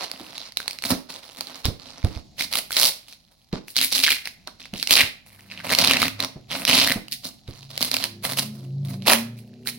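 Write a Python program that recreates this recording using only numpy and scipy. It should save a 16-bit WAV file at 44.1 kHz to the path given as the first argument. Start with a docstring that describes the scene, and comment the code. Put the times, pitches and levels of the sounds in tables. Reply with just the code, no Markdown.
"""Hands peel packing tape and plastic wrap off a cardboard parcel, heard close up in a small room.
Glue lets go in slips, made of tiny noise spits and plucked rings; single creases snap on top.
The hollow box booms through tuned resonances and thuds on the table with soft low pushes.
Outside, an engine of wavering exhaust partials and road rumble swells, speeds up, then eases back
in level; a faint hush of shaped noise lies under it all."""
import sys
import numpy as np
from scipy import signal
from scipy.fft import rfft, irfft, next_fast_len
from scipy.io import wavfile
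from scipy.ndimage import map_coordinates

SR = 44100
rng = np.random.default_rng(int(sys.argv[2]) if len(sys.argv) > 2 else 0)


def int16_out(signal):
    """Quantize to a 16-bit WAV file."""
    q = np.round(np.clip(np.atleast_2d(signal).T, -1, 1) * 32767)
    wavfile.write(sys.argv[1], SR, q.astype(np.int16))


N = 431298  # length in samples

# Pulls and fumbles of the hands. Each row: start in seconds, length in seconds, relative strength in dB,
# then cardboard, thin film and hollow box against that strength, each in dB.
PULLS = [(0.0, 0.048, -31, -7, -11, -20), (0.083, 0.36, -47, -4, -10, -7.5),
         (0.355, 0.12, -40.5, -11, -18, -24.5), (0.57, 0.19, -48.5, -6.5, -7.5, -18.5),
         (0.84, 0.053, -33, -9.5, -2, -6.5), (0.906, 0.016, -24, -1.5, -4, -1),
         (1.091, 0.1, -43.5, -5, -9, -13), (1.23, 0.14, -51, -5, -3.5, -17),
         (1.365, 0.24, -44.5, -5, -7.5, -11), (1.651, 0.012, -29, -6, -8, -11),
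         (1.796, 0.4, -48.5, -4.5, -13, -9), (2.388, 0.036, -29, -17.5, -6, -21),
         (2.528, 0.062, -31, -11.5, 0, -22.5), (2.719, 0.041, -33, -22.5, -2.5, -27.5),
         (2.773, 0.1, -19, -13.5, -2.5, -28), (3.084, 0.051, -46.5, -14, -7, -25.5),
         (3.313, 0.018, -63.5, 4, 1, -21.5), (3.533, 0.041, -42.5, -1, -30.5, -3.5),
         (3.682, 0.025, -47, -18, 3, -19), (3.768, 0.081, -21.5, -25.5, -1.5, -22),
         (3.926, 0.077, -22, -19, -1, -18.5), (4.038, 0.09, -17, -46.5, -8, -29.5),
         (4.251, 0.038, -39, -24, -8, -26), (4.477, 0.0032, -47, 2, -18.5, -11.5),
         (4.601, 0.053, -41.5, -14.5, -16.5, -17), (4.748, 0.097, -37, -35.5, -8.5, -15),
         (4.906, 0.11, -13, -16.5, -9, -26), (5.259, 0.22, -59.5, -4.5, 1, -15.5),
         (5.505, 0.11, -42.5, -12.5, -15, -13.5), (5.646, 0.033, -37, 2, -4.5, -4.5),
         (5.699, 0.04, -19.5, -7.5, -7.5, -13), (5.787, 0.19, -22, -9, -10, -10),
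         (6.001, 0.059, -24, -14, -5, -8), (6.199, 0.04, -33.5, -0.5, -15, -3),
         (6.509, 0.05, -27, -7, -7, -10.5), (6.597, 0.037, -39, -1, -1.5, 0),
         (6.678, 0.17, -16, -12.5, -10, -14.5), (6.867, 0.052, -24.5, -10, 0, -9.5),
         (7.125, 0.0055, -31.5, -68, -1.5, -21), (7.251, 0.0038, -31, -7.5, -2.5, -5.5),
         (7.478, 0.18, -52, -8, -10, -18), (7.706, 0.089, -44.5, -7.5, -10, -12.5),
         (7.812, 0.042, -24, -13.5, -4, -12.5), (7.917, 0.14, -35, -9, -7.5, -11),
         (8.241, 0.087, -32.5, -6, -1, -10.5), (8.381, 0.015, -24, -9, -2, -10),
         (8.523, 0.15, -61, 1.5, 0, 14), (8.852, 0.096, -48, -4.5, -1, 4),
         (9.021, 0.032, -49.5, -14, -4.5, -14), (9.077, 0.059, -16, -5.5, -0.5, -24.5),
         (9.375, 0.028, -54.5, -13, 1, -1), (9.677, 0.008, -27.5, -18, 4.5, -31)]
# Pitch of the loose end of tape. Each row: time in seconds, centre pitch in Hz.
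FLAP = [(0, 4160), (3.98, 4279), (4.08, 2483), (4.3, 2300), (4.89, 4300), (4.916, 2940), (4.94, 4400),
        (5.0, 2437), (5.71, 2123), (5.79, 4161), (5.9, 2630), (6.08, 2400), (6.2, 4200), (6.7, 2800),
        (6.78, 4060), (6.92, 1950), (7.1, 4400), (8.9, 3650), (9.1, 2484)]
# Colour of peeling tape. Each row: frequency in Hz, relative gain in dB.
TAPE_COLOUR = [(180, -54), (300, -12.5), (360, -9), (486, -7), (555, -3), (883, -4), (1030, -3.5),
               (1610, -6.5), (2130, 1), (3390, -1.5), (4140, 6), (7050, -7), (11000, 3.5), (12600, -4),
               (15900, -2)]
# Likeness of left and right, as creases lie all over the parcel. Each row: frequency in Hz, likeness 0 to 1.
ALIKE = [(300, 1), (1000, 0.4), (5000, 0.25), (12000, 0.12)]
# Single creases flipping. Each row: start in seconds, relative level in dB, pitch in Hz.
SNAPS = [(0.115, -12.5, 4630), (0.3803, -14.5, 4200), (0.5218, -24.5, 4730), (0.5716, -5.5, 4040),
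         (0.602, -17.5, 1530), (0.6794, -5.5, 4450), (0.7095, -14.5, 4880), (0.7312, -22, 4397),
         (0.7874, -19, 4550), (0.823, -17.5, 4280), (0.8387, -11, 2250), (1.103, -22, 2700),
         (1.4085, -11.5, 4260), (1.654, -5, 4900), (2.047, -15.5, 4464), (2.409, -9, 2160),
         (2.4227, -10.5, 5000), (2.5275, -10.5, 4560), (2.5551, -5, 2920), (2.707, -16.5, 1499),
         (2.728, -11, 4550), (2.7676, -1.5, 3983), (3.5284, -19.5, 4160), (3.6823, -23.5, 2514),
         (3.7658, -4, 4280), (3.814, -3.5, 4081), (3.8253, -11, 4270), (3.842, -14.5, 4256),
         (3.925, -6, 4110), (4.0293, -14.5, 3212), (4.0378, 2, 4700), (4.1091, -10, 2330),
         (4.1208, -10.5, 2300), (4.256, -14, 4256), (4.2733, -15.5, 2085), (4.4739, -14.5, 4103),
         (4.6562, -26, 2113), (4.7375, -18, 2820), (4.8278, -5, 4190), (4.8367, -14, 4304),
         (4.8732, -4.5, 4850), (5.7498, -1, 4490), (5.7867, 3.5, 4438), (5.7894, -1, 4400),
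         (5.7958, -4.5, 4410), (5.814, -3, 4470), (5.8188, -5.5, 3960), (5.838, -9.5, 4310),
         (5.8426, -3.5, 2500), (5.847, 1, 4424), (5.8739, 1, 3976), (5.898, -7, 2590), (5.911, 1.5, 2630),
         (5.935, -3, 3799), (6.0187, -1.5, 2240), (6.0287, -4, 1263), (6.0816, -8.5, 2550),
         (6.2032, -4, 4187), (6.226, -10, 4140), (6.247, -6.5, 4267), (6.6517, -4, 4137),
         (6.762, -16, 3960), (6.9211, -4.5, 2110), (7.0828, -24.5, 2910), (7.7773, -7, 3974),
         (7.8148, -9.5, 4142), (7.827, -2, 4566), (7.9152, -4.5, 4536), (7.9415, -2, 4917),
         (7.967, -6, 4540), (8.0399, -4, 4180), (8.2515, -8.5, 2038), (8.334, -14, 4300),
         (8.3963, -9.5, 4200), (9.6725, -10.5, 3080)]
# Box meeting table or hand. Each row: start in seconds, relative level in dB, pitch in Hz.
THUDS = [(0.206, -31.5, 310), (0.92, -13.5, 251), (1.652, -12, 70), (1.682, -13, 110.4), (2.042, -4.5, 82),
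         (2.165, -21, 79.97), (3.529, -13, 178.1), (4.733, -20.5, 192), (5.033, -23, 109),
         (6.358, -25.5, 163), (6.957, -16, 209), (7.484, -21, 108)]
# Resonances of the hollow parcel. Each row: centre in Hz, width in Hz, relative gain in dB.
BOX_MODES = [(96.5, 24, -6.5), (169, 28, -1), (256.9, 13, 8), (580, 50, -21), (700, 26, -8)]
# Where the hands work. Each row: time in seconds, left over right in dB.
PLACE = [(0, -9), (2.2, -10.5), (2.7, -9.5), (4, -8.5), (6.8, -8.5), (9.78, -11)]
# Colour difference between the two listening ports. Each row: frequency in Hz, left over right in dB.
PORTS = [(40, -2), (180, 9.5), (550, 2), (2000, 7.5), (5000, 3.5), (9000, 7), (14500, 12)]
# Decay of the room. Each row: frequency in Hz, time to fall 60 dB in seconds.
ROOM_DECAY = [(200, 0.36), (2000, 0.37), (10000, 0.27)]
# Room against direct sound. Each row: frequency in Hz, gain in dB.
WET = [(100, -15), (300, -6.5), (1000, -12.5), (5000, -9.5), (14000, -9)]
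# Course of the engine. Each row: time in seconds, firing rate in Hz, relative level in dB.
ENGINE = [(5.1, 25.18, -78), (5.5, 24.53, -57.5), (6.4, 26.2, -59.5), (7.2, 26.9, -76), (8.1, 26.59, -53),
          (8.5, 26.88, -49), (8.9, 27.4, -44.5), (9.03, 27.58, -41), (9.2, 28.93, -46),
          (9.55, 29.07, -46.5), (9.78, 30.6, -52)]
# Exhaust partials. Each row: multiple of the firing rate, relative level in dB.
EXHAUST_PARTIALS = [(4, 4.5), (5, -2.5), (7, 0), (8, 0.5), (9, -9), (13, -13.5), (15, -16.5), (17, -25.5),
                    (21, -22.5)]
# Colour of the room tone. Each row: frequency in Hz, relative gain in dB.
AIR = [(15, -21), (25, 8.5), (153, 8.5), (206, 10.5), (450, -13), (751, -2), (1640, -45.5), (4120, -7.5),
       (7260, -18.5), (15900, -101)]

RISE_DB_PER_S, FALL_DB_PER_S = 1300, 380  # a pull sets in fast and peters out slowly
IDLE_DB = -67  # the wrap never quite stops rustling
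BOOM_HZ, BOOM_WIDTH_HZ, BOOM_DB = 136.3, 3, 22  # a room mode swells the partial passing through it
AIR_DB = -60  # level the hush drifts around
TOP_HZ = 15950  # upper band limit


def peel(pull_db, card_db, film_db, box_db):
    """Glue slips in short spits of noise: hard pulls rip in a fast, even stutter, light ones mostly rustle."""
    hard = np.clip((pull_db + 32) / 18, 0, 1)
    rate = (110 + 130 * hard) * amp(4 * wobble(20))  # slips per second
    slip_count = np.floor(np.cumsum(rate / SR) + .45 * wobble(400))
    at = np.flatnonzero(np.diff(slip_count) > 0)

    # Light pulls slip more unevenly.
    luck = rng.exponential(1, N)[at].clip(0, 2.5) - 1.3
    slips = np.zeros(N)
    slips[at] = amp((5.5 - 3 * hard[at]) * luck) / np.sqrt(rate[at])
    letting_go = np.gradient(pull_db) * SR < -FALL_DB_PER_S / 2
    slips[letting_go] *= .4  # once the hand lets go the glue hardly slips

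    t = np.arange(SR // 100) / SR
    spit = np.convolve(slips, t * np.exp(-t / .00018))[:N]  # swells and dies in about a millisecond

    # No two slips pluck the loose end alike.
    flap_hz, = curves(FLAP)
    hz = (flap_hz * amp(1.78 * rng.standard_normal(N)))[at, None]
    pluck_shape = (1 - np.exp(-2 * t * hz)) * np.exp(-t * hz / 2.2)
    rings = slips[at, None] * np.sin(2 * np.pi * hz * t) * pluck_shape
    ring_at = at[:, None] + np.arange(len(t))
    plucks = unit(np.bincount(ring_at.ravel(), rings.ravel(), N)[:N])

    rustle = amp(3.5 * wobble(70))  # countless small creases between the slips
    burst = pair((.6 + .45 * hard) * unit(spit) + (.75 - .55 * hard) * rustle)
    card, wide, narrow, film = parts(burst)

    # The loose end changes size, so the crackle changes colour.
    flap_tilt_db = 4 * np.log2(3300 / flap_hz) + 2 * wobble(18)
    tape = .75 * (amp(flap_tilt_db) * wide + amp(-flap_tilt_db) * narrow) + .6 * plucks

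    shake = amp(pull_db + box_db)
    boom = unit(box(shake * burst.mean(axis=0))) * np.sqrt(np.mean(shake ** 2))
    film_db = film_db + 3 * wobble(40)  # thin film crackles in its own short clumps
    return amp(pull_db) * (tape + amp(card_db) * card + amp(film_db) * film) + boom


def pulls():
    """Hand effort: power-summed strength, and power-weighted cardboard, film and box shares, in dB."""
    start, length, db, *shares = np.transpose(PULLS)[..., None]
    t = np.arange(0, N / SR, .001)
    rise_db = RISE_DB_PER_S * np.maximum(start - t, 0)
    fall_db = FALL_DB_PER_S * np.maximum(t - start - length, 0)
    power = amp(2 * (db - rise_db - fall_db)) + amp(2 * IDLE_DB) / len(PULLS)
    total = power.sum(axis=0)
    heard_shares = [(power * share).sum(axis=0) / total for share in shares]
    return curves(np.transpose([t, 10 * np.log10(total)] + heard_shares))


def snaps(card_db, film_db):
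    """A crease flips: about a millisecond of noise and a few cycles at the pitch of the flap."""
    t = np.arange(SR // 50) / SR
    spit, ring = np.zeros((2, N + len(t)))
    for s, db, hz in SNAPS:
        k = round(s * SR)
        spit[k:k + len(t)] += amp(db) * t / 0.00065 * np.exp(1 - t / 0.0005)
        ring[k:k + len(t)] += amp(db) * np.sin(2 * np.pi * hz * t) * np.exp(-t * hz / 2.2)
    card, wide, narrow, film = parts(pair(spit[:N]))
    noisy = wide + narrow + amp(.5 * card_db - 11) * card + amp(.5 * film_db) * film
    return 0.43 * np.sqrt(np.mean(spit ** 2)) * noisy + 0.7 * ring[:N]


def thuds():
    """A soft low push wanders in pitch in the limp cardboard, while box and table shudder as low noise."""
    out, t = np.zeros(N + SR), np.arange(SR // 3) / SR
    for s, db, hz in THUDS:
        wander = np.cumsum(rng.standard_normal(len(t))) * (hz / 2300) ** 2
        push = -np.sin(2 * np.pi * hz * t + wander) * t / 0.0071 * np.exp(1 - t / 0.004)
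        low_pass = signal.butter(2, 2.8 * hz, fs=SR)
        shudder = unit(signal.lfilter(*low_pass, rng.standard_normal(len(t))))
        shudder *= amp(-60 * t / 0.14) * (1 - np.exp(-t / 0.0026))
        out[round(s * SR):][:len(t)] += amp(db) * (push + 0.23 * shudder)
    return out[:N] + amp(-10) * box(out[:N])


def box(blows):
    """The hollow parcel rings in parallel resonances with whatever shakes it."""
    def response(f):
        total = 0
        for k, (centre, width, db) in enumerate(BOX_MODES):
            drive = 1j * f * width
            # Neighbouring modes alternate in sign.
            total = total + (-1) ** k * amp(db) * drive / (centre * centre - f * f + drive)
        return total
    return filtered(blows, response)


def parts(burst):
    """Tape-coloured bands: cardboard, wide and narrow flaps, film; both flaps share one scale, the rest rms 1."""
    x = filtered(burst, causal(TAPE_COLOUR))
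    card, wide, narrow = (filtered(x, lambda hz: below(hz, edge_hz)) for edge_hz in (1600, 3300, 6500))
    tape = np.sqrt(np.mean((narrow - card) ** 2))
    return unit(card), (wide - card) / tape, (narrow - wide) / tape, unit(x - narrow)


def pair(envelope):
    """Noise under one envelope at two ports, a mid and side mix setting how alike they are."""
    def mid_side_gains(hz):
        angle = np.arccos(np.clip(along(ALIKE, hz), -1, 1)) / 2
        return np.array([np.cos(angle), np.sin(angle)])
    mid, side = filtered(envelope * rng.standard_normal((2, N)), mid_side_gains)
    return np.array([mid + side, mid - side])


def room(x):
    """Walls and table answer as decaying noise, each frequency at its own speed, unlike at each port."""
    hz, t, z = signal.stft(rng.standard_normal((2, SR // 3)), SR, nperseg=256)
    decay = amp(-60 * t / along(ROOM_DECAY, hz)[:, None])
    tail = signal.istft(z * decay, SR, nperseg=256)[1]
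    delayed = np.pad(x, ((0, 0), (150, 0)))  # the answer starts 150 samples late
    wet = signal.fftconvolve(delayed, tail / np.linalg.norm(tail[0]), axes=1)[:, :N]
    return filtered(wet, lambda f: amp(along(WET, f)))


def engine():
    """Exhaust partials on the firing rate, each wavering as the vehicle moves, over road rumble."""
    hz, level_db = curves(ENGINE)
    turn = 2 * np.pi * np.cumsum(hz) / SR
    tone = np.zeros(N)
    for k, db in EXHAUST_PARTIALS:
        boom_db = BOOM_DB / (1 + ((k * hz - BOOM_HZ) / BOOM_WIDTH_HZ) ** 2)
        level = amp(db + boom_db + 5.5 * wobble(6))
        tone += level * np.sin(k * turn + rng.uniform(0, 2 * np.pi) + .9 * wobble(8))
    road = filtered(rng.standard_normal(N), lambda f: below(f, edge_hz=660) * (1 - below(f, edge_hz=80)))
    started = np.arange(N) > ENGINE[0][0] * SR
    return started * amp(level_db) * (tone + amp(-11.5) * unit(road))


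def room_tone():
    """A faint, slowly drifting hush of shaped noise, partly alike on both sides."""
    mid, side = filtered(rng.standard_normal((2, N)), lambda hz: amp(along(AIR, hz)))
    side = 0.5 * side
    return amp(AIR_DB + 3.1 * wobble(1.3)) * unit(np.array([mid + side, mid - side]))


def amp(db):
    """Decibels to gain."""
    return 10 ** (np.asarray(db) / 20)


def unit(x):
    """Scaled to rms 1."""
    return x / np.sqrt(np.mean(x ** 2) + 1e-20)


def along(points, hz):
    """Values between (Hz, value) points on a log frequency axis."""
    f, v = np.transpose(points)
    return np.interp(np.log(hz + 1), np.log(f + 1), v)


def curves(rows):
    """One value per sample for each column after the time."""
    s, *cols = np.transpose(rows)
    return [np.interp(np.arange(N) / SR, s, c) for c in cols]


def wobble(rate):
    """A smooth random curve, rate knots a second."""
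    coarse = np.arange(0, N + 16, 16)
    knots = rng.standard_normal(int(N * rate / SR) + 4)
    return np.interp(np.arange(N), coarse, map_coordinates(knots, [coarse * rate / SR]))


def filtered(x, response):
    """The spectrum of x times a complex response of frequency."""
    m = 2 * next_fast_len(N // 2 + SR // 4)
    return irfft(rfft(x, m) * response(np.fft.rfftfreq(m, 1 / SR)), m)[..., :N]


def causal(points):
    """The minimum-phase response with the gains of (Hz, dB) points."""
    def response(hz):
        # Folding the cepstrum forward leaves no ringing ahead of the sound.
        cep = irfft(np.log(amp(along(points, hz)) + 1e-6))
        cep[1:len(hz) - 1] *= 2
        cep[len(hz):] = 0
        return np.exp(rfft(cep))
    return response


def below(hz, edge_hz):
    """A smooth low-pass share, 1 to 0."""
    return 1 / (1 + (hz / edge_hz) ** 6)


def scene():
    """The hands' sounds, placed and echoed, with the engine and the room tone."""
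    pull_db, card_db, film_db, box_db = pulls()
    hands = peel(pull_db, card_db, film_db, box_db) + snaps(card_db, film_db) + thuds()
    sides = np.array([[.5], [-.5]])  # half of each dB difference to the left, half to the right
    near = np.array([np.pad(hands[0], (2, 0))[:N], hands[1]])  # the right port is slightly nearer
    placed = (near + room(hands)) * amp(sides * curves(PLACE)[0])
    ports = filtered(placed, lambda hz: amp(sides * along(PORTS, hz)))
    return ports + engine() + room_tone()


def record(dry):
    """Peaks bend softly towards full scale, then everything above the band limit is cut."""
    soft = dry / (1 + np.abs(dry) ** 10) ** (1 / 10)
    return filtered(soft, lambda hz: hz < TOP_HZ)


dry = scene()
out = record(dry)
int16_out(out)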